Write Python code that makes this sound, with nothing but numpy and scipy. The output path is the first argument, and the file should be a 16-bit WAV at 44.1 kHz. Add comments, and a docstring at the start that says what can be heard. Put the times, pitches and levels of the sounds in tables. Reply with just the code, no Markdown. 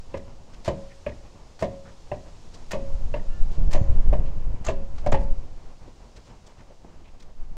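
"""A stuck car wheel is rocked off its hub by hand, on a paved yard with a low wash and a soft hiss.
From the start, pushes and pulls alternate: a push seats the rim with a dull knock; on a pull it
scrapes over the rusty hub, knocks hard and chatters. From about 2.7 s wind rumbles on the microphone.
The loaded metal squeaks once, then a hard scrape sets the brake disc singing. At 5.1 s the rim slips
free and rings. The wind drops, the wheel is lifted away with scuffs and bumps, and a last gust rises."""
import sys
import numpy as np
from scipy import signal
from scipy.fft import rfft, irfft
from scipy.io import wavfile
from scipy.ndimage import uniform_filter1d

SR = 44100
rng = np.random.default_rng(int(sys.argv[2]) if len(sys.argv) > 2 else 0)


def wav_record(signal):
    """Record a signal, one row per channel, as 16-bit PCM in the file named by sys.argv[1]."""
    frames = np.transpose(np.atleast_2d(signal))
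    bounded = np.clip(frames, -1, 1)
    # unit amplitude maps onto the largest positive 16-bit level
    quanta = np.round(bounded * 32767).astype(np.int16)
    wavfile.write(sys.argv[1], SR, quanta)


N = 333816
T = np.arange(int(0.8 * SR)) / SR  # time axis of one event [s]


def amp(db):
    """Decibels to gain."""
    return 10 ** (np.asarray(db) / 20)


def at_hz(points, hz):
    """Interpolates (frequency, value) points on a log-frequency axis."""
    freqs, values = np.transpose(points)
    return np.interp(np.log(hz + 1), np.log(freqs + 1), values)


def level_db(curve):
    """Interpolates (time, level) points per sample."""
    return np.interp(np.arange(N) / SR, *np.transpose(curve))


def add(mix, start_s, sound):
    """Mixes a sound in at start_s."""
    part = mix[max(round(start_s * SR), 0):][:len(sound)]
    part += sound[:len(part)]


def colour(x, gain_db):
    """Filters by a dB function of frequency, to rms 1."""
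    y = irfft(rfft(x) * amp(gain_db(np.fft.rfftfreq(len(x), 1 / SR))), len(x))
    return y / np.sqrt(np.mean(y ** 2) + 1e-20)


def noise(spectrum, size=len(T)):
    """Noise of rms 1, shaped by (frequency [Hz], level [dB]) points."""
    return colour(rng.standard_normal(size), lambda hz: at_hz(spectrum, hz))


def steadied(x, window_s):
    """Divides out the running rms."""
    return x / np.sqrt(abs(uniform_filter1d(x ** 2, int(window_s * SR))) + 1e-6)


def decayed(x, t60_curve):
    """Decays each band at its own T60."""
    hz, t, bands = signal.stft(x, SR, nperseg=256)
    decay = amp(-60 * t / at_hz(t60_curve, hz)[:, None])
    return signal.istft(bands * decay, SR, nperseg=256)[1][:len(x)]


def ring(modes, scatter_db=0):
    """Decaying sines of a struck body, with optional random mode levels."""
    hz, db, t60_s = np.transpose(modes)[:, :, None]
    gains = amp(db + scatter_db * rng.standard_normal(db.shape))
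    return (gains * amp(-60 * T / t60_s) * np.sin(2 * np.pi * hz * T)).sum(0)


def burst(hz, peak_s, shape=2):
    """A few cycles that swell and die."""
    return (T / peak_s * np.exp(1 - T / peak_s)) ** shape * np.sin(2 * np.pi * hz * T)


def rise(rise_s):
    """Exponential attack."""
    return 1 - np.exp(-T / rise_s)


def stroke(length_s, rise_s, fall_s):
    """Pressure of a rub: rise, hold, release."""
    return rise(rise_s) * np.exp(-np.maximum(T - length_s, 0) / fall_s)


def stick_slip(slips_per_s, smooth):
    """Uneven clicks over smooth friction."""
    return rng.standard_normal(len(T)) * (smooth + (rng.random(len(T)) < slips_per_s / SR))


# Ambient spectra (frequency [Hz], relative level [dB])
WASH_SPECTRUM = [(40, 13.5), (100, 5.5), (200, 0), (300, -5.5), (600, -6.5), (1000, -9.5), (1500, -20),
                 (3000, -24.5), (6000, -77.5)]
HISS_SPECTRUM = [(500, 13.5), (1800, 0.5), (3000, 2.5), (5000, 4.5), (7000, 2), (8500, -5.5),
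                 (10500, -14.5), (15500, -34)]
# Ambient drift (time [s], relative level [dB])
WASH_DRIFT = [(0.0, -48), (5.6, -48), (6.5, -48), (7.3, -50), (7.57, -51)]
HISS_DRIFT = [(0.0, -62), (0.42, -64), (0.8, -60), (1.33, -62.5), (2.72, -60), (3.79, -62.5), (4.49, -65.5),
              (5.0, -65), (6.22, -64), (7.57, -69.5)]


def air(swell_db=2.5, hiss_gain_db=3.5, self_noise_db=-84.5):
    """Swelling low wash of the surroundings, drifting hiss and microphone self-noise."""
    self_noise = amp(self_noise_db) * noise([(1000, 1), (11000, 0.5), (15500, 1)], N)
    swell = noise([(1, 0), (8, -3), (20, -20), (200, -120)], N)
    wash = amp(level_db(WASH_DRIFT) + swell_db * swell) * noise(WASH_SPECTRUM, N)
    hiss = amp(level_db(HISS_DRIFT) + hiss_gain_db) * noise(HISS_SPECTRUM, N)
    return wash + hiss + self_noise


# Wind strength (time [s], level [dB])
WIND_STRENGTH = [(0.0, -40), (0.46, -47.5), (0.95, -47.5), (1.41, -51.5), (1.56, -49.5), (2.23, -47),
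                 (2.62, -40), (2.87, -24.5), (3.08, -25.5), (3.28, -30), (3.4, -24), (3.94, -16),
                 (4.22, -21), (4.62, -25), (4.9, -28), (5.22, -20.5), (5.45, -34), (5.7, -41),
                 (6.07, -59.5), (7.12, -47), (7.57, -34.5)]
# Gusts and lulls (time [s], half length [s], extra push [dB], extra flutter [dB])
GUSTS = [(2.824, 0.046, -8, 7), (2.963, 0.024, 10.5, 3), (3.052, 0.016, 6, 0), (3.29, .04, 6.5, -13),
         (3.359, 0.012, 4, 10), (3.419, 0.026, 10.5, -14), (3.59, 0.034, -4.5, 2), (3.641, 0.054, 10, 6.5),
         (3.772, 0.036, 5, 2), (3.88, 0.023, -2, -3), (3.963, 0.054, 4, 3), (4.03, 0.025, -8, -2.5),
         (4.104, 0.041, 8.5, 8), (4.161, .015, -2, 8), (4.21, 0.021, -1, 10), (4.5, 0.018, 6, 12),
         (4.61, 0.048, -9.5, 0), (4.907, 0.032, 1.5, 0), (5.125, 0.064, 4.5, 9), (5.205, 0.021, 7.5, -2),
         (5.33, 0.032, 9.5, -0.5), (5.405, .03, 4.5, 8), (7.428, 0.057, 10.5, -9)]
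# Sudden eddies (time [s], level [dB])
PUFFS = [(3.813, -11), (4.197, -24.5)]
# Wind spectra (frequency [Hz], relative level [dB])
BUFFET_SPECTRUM = [(8, 9.5), (17, 12.5), (28, -3), (45, -10), (80, -17), (140, -36.5), (600, -76),
                   (4000, -110)]
FLUTTER_SPECTRUM = [(30, 11.5), (60, 3.5), (100, -4.5), (135, -5), (185, -11.5), (260, -17), (600, -24.5),
                    (1200, -51.5), (3000, -66.5), (8000, -100)]


def wind(strong_db=-22, lumpiness=0.73, puff_hz=95):
    """Slow eddies push on the microphone, each carrying a flutter; strong wind adds a soft roar."""
    t = np.arange(N) / SR
    excess_db = level_db(WIND_STRENGTH) - strong_db
    push_db, flutter_db = sum(np.outer(extra_db, np.exp(-((t - peak_s) / half_s) ** 2))
                              for peak_s, half_s, *extra_db in GUSTS)
    eddies = steadied(noise(BUFFET_SPECTRUM, N), window_s=0.12)
    flutter = steadied(noise(FLUTTER_SPECTRUM, N) * (1 + lumpiness * eddies ** 2), window_s=0.093)
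    roar = noise(WASH_SPECTRUM, N)
    out = amp(-18.5 + 0.99 * (excess_db + push_db)) * eddies
    out += amp(-31.5 + excess_db + flutter_db) * flutter
    out += amp(-42.5 + 0.76 * excess_db) * roar
    for start_s, db in PUFFS:
        add(out, start_s, amp(db) * burst(puff_hz, peak_s=0.0036))
    return out


# Reflections off paving, door and wheel arch (delay [s], gain [ratio])
ECHOES = [(.0033, 0.18), (0.02, 0.096), (.028, 0.13)]
# Tail decay (frequency [Hz], T60 [s])
YARD_T60 = [(150, 0.63), (700, 0.33), (2000, 0.37), (8000, 0.17)]


def yard(x, tail_db=-21, build_s=0.031):
    """Near reflections, then a thin tail from the walls."""
    out = x.copy()
    for delay_s, gain in ECHOES:
        add(out, delay_s, gain * x)
    tail = decayed(rng.standard_normal(len(T)), YARD_T60) * rise(build_s)
    return out + amp(tail_db) * signal.oaconvolve(x, tail / np.linalg.norm(tail))[:N]


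def rub(length_s, centre_hz, skirt_db_per_oct):
    """Light stick-slip friction in one band, shelved down above 9 kHz."""
    def gain_db(hz):
        shelf_db = -28 / (1 + (9000 / (hz + 1)) ** 8)
        return shelf_db - skirt_db_per_oct * abs(np.log2((hz + 1) / centre_hz))

    friction = colour(stick_slip(slips_per_s=1000, smooth=0.17), gain_db)
    return friction * stroke(length_s, rise_s=0.0028, fall_s=0.0062)


# Rubs (time [s], length [s], level [dB], centre [Hz], skirt [dB/octave])
SCUFFS = [(0.169, 0.01, -53, 5000, 1), (0.531, 0.017, -54, 1980, 3), (0.898, 0.034, -57.5, 1960, 26),
          (1.849, 0.047, -55.5, 1320, 15), (2.536, 0.015, -48.5, 5100, 6), (3.507, 0.054, -59, 4560, 2),
          (4.255, 0.032, -60.5, 2480, 10), (4.949, 0.068, -62, 5360, 1), (5.037, 0.014, -44, 615, 21),
          (6.159, 0.016, -52, 2560, 2), (6.249, 0.034, -63.5, 4600, 3), (6.273, 0.044, -57, 600, 8),
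          (6.461, 0.015, -55.5, 6700, 4), (6.468, 0.056, -58.5, 586, 8), (6.572, 0.041, -60, 1410, 7),
          (6.7, 0.027, -53.5, 540, 26), (7.042, 0.048, -63, 2560, 18), (7.197, 0.012, -53.5, 4320, 1),
          (7.222, 0.0028, -49.5, 4150, 0)]
# Tyre bumps (time [s], level [dB])
BUMPS = [(1.612, -32.5), (5.878, -46), (6.614, -45.5), (6.706, -52), (6.846, -44), (7.015, -48)]


def handling():
    """Gloves, shoes and tyre scuff; the tyre bumps softly."""
    out = np.zeros(N)
    for start_s, length_s, db, centre_hz, skirt_db_per_oct in SCUFFS:
        add(out, start_s, amp(db) * rub(length_s, centre_hz, skirt_db_per_oct))
    for start_s, db in BUMPS:
        body = noise([(60, 6), (400, 6.5), (800, 2), (1500, -18.5), (6000, -38), (12000, -47)])
        add(out, start_s, amp(db) * body * stroke(0.0036, rise_s=0.00029, fall_s=0.0075))
    return out


# Squeak partials (frequency [Hz], relative level [dB])
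SQUEAK_PARTIALS = [(1380, -2), (1720, -3), (2780, -8)]


def squeak(start_s=3.29, length_s=0.087, db=-57, waver=0.015):
    """Loaded metal squeaks once, its pitch wavering."""
    warped_s = np.cumsum(1 + waver * noise([(10, 4), (60, -19), (300, -58)])) / SR
    tone = sum(amp(partial_db) * np.sin(2 * np.pi * hz * warped_s) for hz, partial_db in SQUEAK_PARTIALS)
    out = np.zeros(N)
    add(out, start_s, amp(db) * tone * stroke(length_s, rise_s=0.0068, fall_s=0.028))
    return out


# Rim slides (time [s], length [s], level [dB], tilt [dB/octave])
SCRAPES = [(0.646, 0.0033, -40, 7), (0.653, 0.019, -41, 4), (1.591, 0.0038, -42, 4), (1.601, 0.014, -47, 7),
           (2.709, 0.016, -35, 3.5), (3.708, 0.015, -45, 5.5), (3.731, 0.0069, -33, 5),
           (4.644, 0.016, -43, 4), (4.663, 0.014, -33, 0), (4.98, 0.0042, -41.5, 2),
           (5.06, 0.016, -39, 1.5), (5.1207, 0.0085, -23, -2.5), (5.19, 0.053, -63, 11)]
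# Friction spectrum before tilt (frequency [Hz], relative level [dB])
SCRAPE_SPECTRUM = [(200, 12), (700, 21), (1300, 13.5), (2000, 10.5), (3300, 2.5), (5000, 1.5), (7300, -7.5),
                   (8600, -14.5), (15000, -42)]
# Brake disc modes (frequency [Hz], relative level [dB], T60 [s])
DISC_MODES = [(4430, -4, 0.42), (5930, -6, 0.5), (6300, 0, 0.45), (6310, -6.5, 0.35), (6900, -3, 0.45),
              (7090, -14, 0.45)]


def scrapes(disc_s=3.73, disc_db=-54):
    """The rim grates over the rusty hub; one hard scrape sets the brake disc singing."""
    out = np.zeros(N)
    for start_s, length_s, db, tilt_db_per_oct in SCRAPES:
        grating = colour(
            stick_slip(slips_per_s=2500, smooth=0.3),
            lambda hz: at_hz(SCRAPE_SPECTRUM, hz) + tilt_db_per_oct * np.log2((hz + 300) / 3000))
        add(out, start_s, amp(db) * grating * stroke(length_s, rise_s=0.0016, fall_s=0.006))
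    add(out, disc_s, amp(disc_db) * ring(DISC_MODES))
    return out


# Sudden slips (time [s], snap level [dB], chink level [dB])
SNAPS = [(0.678, -40, -43), (1.6245, -39, -49), (2.7098, -36.5, -50), (2.7168, -29.5, -39),
         (3.716, -42, -48), (3.7292, -31, -42), (4.649, -41, -40), (4.665, -60, -38), (4.6855, -43, -42),
         (5.0625, -41, -52), (5.1182, -40, -43)]
# Spectra of the snap and of the disc's close high modes (frequency [Hz], relative level [dB])
SNAP_SPECTRUM = [(500, 12.5), (2000, 10.5), (4500, -1.5), (8500, -2.5), (10500, -7.5), (15500, -19)]
CHINK_SPECTRUM = [(3000, -26), (5300, -13), (6100, 7.5), (7600, 6.5), (8600, -30), (14000, -41)]


def snaps(snap_decay_s=0.003):
    """The rim jumps off ridges of rust: a dry snap and a bright chink of the brake disc."""
    out = np.zeros(N)
    for start_s, snap_db, chink_db in SNAPS:
        snap = amp(snap_db) * noise(SNAP_SPECTRUM) * np.exp(-T / snap_decay_s)
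        chink = amp(chink_db) * noise(CHINK_SPECTRUM) * stroke(0, rise_s=0.0005, fall_s=0.008)
        add(out, start_s, snap + chink)
    return out


# Modes of the freed rim (frequency [Hz], relative level [dB], T60 [s])
FREE_RIM_MODES = [(856, -1.5, 0.39), (914, -5, 0.52)]


def release(start_s=5.145, db=-39):
    """The rim rings on as it slips off the hub."""
    out = np.zeros(N)
    add(out, start_s, amp(db) * ring(FREE_RIM_MODES) * rise(0.012))
    return out


# Tyre and suspension (frequency [Hz], relative level [dB])
THUMP_SPECTRUM = [(30, -29), (65, 9), (125, -1.5), (190, 0), (260, -6), (370, -8.5), (700, -27.5),
                  (2000, -62), (8000, -110)]
# Their decay (frequency [Hz], T60 [s])
THUMP_T60 = [(60, 0.39), (200, 0.38), (700, 0.2)]


def tyre_thump(excess_db):
    """A blow shakes tyre and suspension, more with more force."""
    body = steadied(noise(THUMP_SPECTRUM), window_s=0.017)
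    return amp(-27.5 + 0.76 * excess_db) * decayed(body, THUMP_T60) * rise(0.0024)


# Dense rim and brake modes (frequency [Hz], relative level [dB])
CLATTER_SPECTRUM = [(150, 7), (260, -9), (330, 4), (480, 6.5), (620, 4.5), (800, -3.5), (1000, 2.5),
                    (1400, -17), (1950, -5), (2700, -14.5), (3300, -11.5), (7200, -25), (9000, -30),
                    (15000, -60.5)]
# Their decay (frequency [Hz], T60 [s])
CLATTER_T60 = [(200, 0.2), (700, 0.16), (2000, 0.1), (7000, 0.13), (12000, 0.045)]


def clatter(excess_db, corner_hz=2950, crack=0.15, crack_s=0.001):
    """Rim and brake rattle; a softer contact leaves less above the corner frequency."""
    dense = steadied(noise(CLATTER_SPECTRUM), window_s=0.0063)
    attack = (1 + crack * np.exp(-T / crack_s)) * rise(0.0007)
    rattle = decayed(dense, CLATTER_T60) * attack
    low = signal.sosfilt(signal.ellip(6, 1, 50, corner_hz, fs=SR, output="sos"), rattle)
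    high = signal.sosfilt(signal.butter(6, corner_hz, "high", fs=SR, output="sos"), rattle)
    return low + amp(-5.5 + 0.55 * excess_db) * high


# Lingering modes of the loose wheel (frequency [Hz], relative level [dB], T60 [s])
HUM_MODES = [(192.5, -3, 0.5), (225.5, -12, 0.35), (339, -12, 0.3), (549.7, 4.5, 0.54), (629, -13, 0.29),
             (674, -8, 0.24), (893, -21, 0.3)]


def wheel_hum(depth=0.14, rise_s=0.018):
    """A few modes linger and waver as the loose wheel wobbles."""
    wobble = 1 + depth * noise([(6, -4), (14, 7.5), (40, 3), (90, -23.5), (400, -60), (2000, -120)])
    swell = 1 - np.exp(-(T / rise_s) ** 2)
    return ring(HUM_MODES, scatter_db=1) * wobble * swell


# Short, hard modes of the alloy rim (frequency [Hz], relative level [dB], T60 [s])
RIM_MODES = [(1682, -4.5, 0.098), (1980, -18, 0.033), (2205, -15, 0.079), (2579, -10, 0.096),
             (2710, -9, 0.04), (3360, -29.5, 0.098)]


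def rim_clack(hz):
    """The rim lands on the hub: a few bright cycles plus its own modes."""
    return burst(hz, peak_s=0.0019, shape=0.73) + ring(RIM_MODES, scatter_db=1.5)


def rim_chatter(bounces=3, gap_s=0.01, first_db=-6.5, loss_db=8.5):
    """After a hard pull the rim bounces on the hub, dying away."""
    out = np.zeros(len(T))
    delays_s = np.cumsum(gap_s * rng.uniform(0.5, 1.5, bounces))
    for k, delay_s in enumerate(delays_s):
        add(out, delay_s, amp(first_db - k * loss_db) * ring(RIM_MODES, scatter_db=5.5))
    return out


def rim_settle(rub_delay_s=0.023, click_delay_s=0.056):
    """After a soft blow the rim rebounds with a rub, rocks back and clicks."""
    out = np.zeros(len(T))
    add(out, rub_delay_s, amp(-12) * rub(length_s=0.011, centre_hz=1980, skirt_db_per_oct=16))
    add(out, click_delay_s, amp(-11.5) * burst(hz=1900, peak_s=0.0019, shape=0.65))
    return out


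# Wheel and hub modes (frequency [Hz], relative level [dB], T60 [s])
WHEEL_MODES = [(123.8, -5.5, 0.27), (182.4, -19.5, 0.42), (329, -14.5, 0.097), (543, -16, 0.48),
               (589.3, 1, 0.14), (625, -11, 0.29), (640, -16, 0.032), (710, -14.5, 0.31),
               (813, -21.5, 0.086), (912, -21.5, 0.29), (1020, -14, 0.091), (1090, -23, 0.039),
               (1620, -26, 0.069), (1940, -33, 0.23)]
# Rim against hub, pulls hard, pushes soft (time [s], force [dB], ring level [dB], clonk level [dB],
# clonk pitch [Hz], clack level [dB], clack pitch [Hz], hum level [dB])
KNOCKS = [(0.1409, -30, -44, -26, 548, -41.5, 2630, -46),
          (0.6773, -21.5, -22, -17.5, 643, -37, 1980, -32.5), (1.064, -30, -36, -21, 593, -36.5, 2490, -52),
          (1.6238, -23, -21.5, -17, 650, -35.5, 1850, -34.5),
          (2.1156, -32.5, -24.5, -25.5, 750, -44, 2660, -52), (2.7321, -25, -26, -32, 636, -38, 2560, -33),
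          (3.14, -30, -27, -31.5, 930, -36.5, 2680, -47), (3.745, -23.5, -24, -26, 647, -40.5, 2660, -35),
          (4.1274, -29, -21.5, -28, 730, -45, 2160, -45), (4.6840, -22, -29, -18.5, 651, -32, 2660, -35.5),
          (5.063, -43, -19.5, -19.5, 729, -41, 2230, -39), (5.123, -23, -25, -35, 620, -37, 2500, -29.5),
          (5.142, -25.5, -50, -18.5, 860, -35, 1850, -32.5)]


def knocks(full_pull_db=-23, soft_below_db=-28):
    """Each blow clonks and clacks, rings the wheel, rattles rim and brake, and shakes the tyre."""
    out = np.zeros(N)
    for start_s, force_db, ring_db, clonk_db, clonk_hz, clack_db, clack_hz, hum_db in KNOCKS:
        excess_db = force_db - full_pull_db
        # Contact pitches depend on where the rim is held and where it lands.
        clonk = amp(clonk_db) * burst(clonk_hz, peak_s=0.0053)
        rebound = rim_settle() if force_db < soft_below_db else rim_chatter()
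        clack = amp(clack_db) * (rim_clack(clack_hz) + rebound)
        tone = amp(ring_db) * ring(WHEEL_MODES, scatter_db=1.5) * rise(0.0014)
        hum = amp(hum_db) * wheel_hum()
        rattle = amp(force_db) * clatter(excess_db)
        add(out, start_s, clonk + clack + tone + hum + rattle + tyre_thump(excess_db))
    return out


def scene():
    """Air, wind and the wheel in the yard; mono."""
    wheel = handling() + squeak() + scrapes() + snaps() + release() + knocks()
    return (air() + wind() + yard(wheel))[None]


def record(dry, ceiling=0.8, cutoff_hz=15750):
    """The microphone soft-clips the strongest gusts; a low-pass limits the band."""
    rounded = dry / (1 + (dry / ceiling) ** 4) ** (1 / 4)
    lowpass = signal.firwin(511, cutoff_hz, window=("kaiser", 9), fs=SR)
    return signal.oaconvolve(rounded, lowpass[None], "same")


dry = scene()
out = record(dry)
wav_record(out)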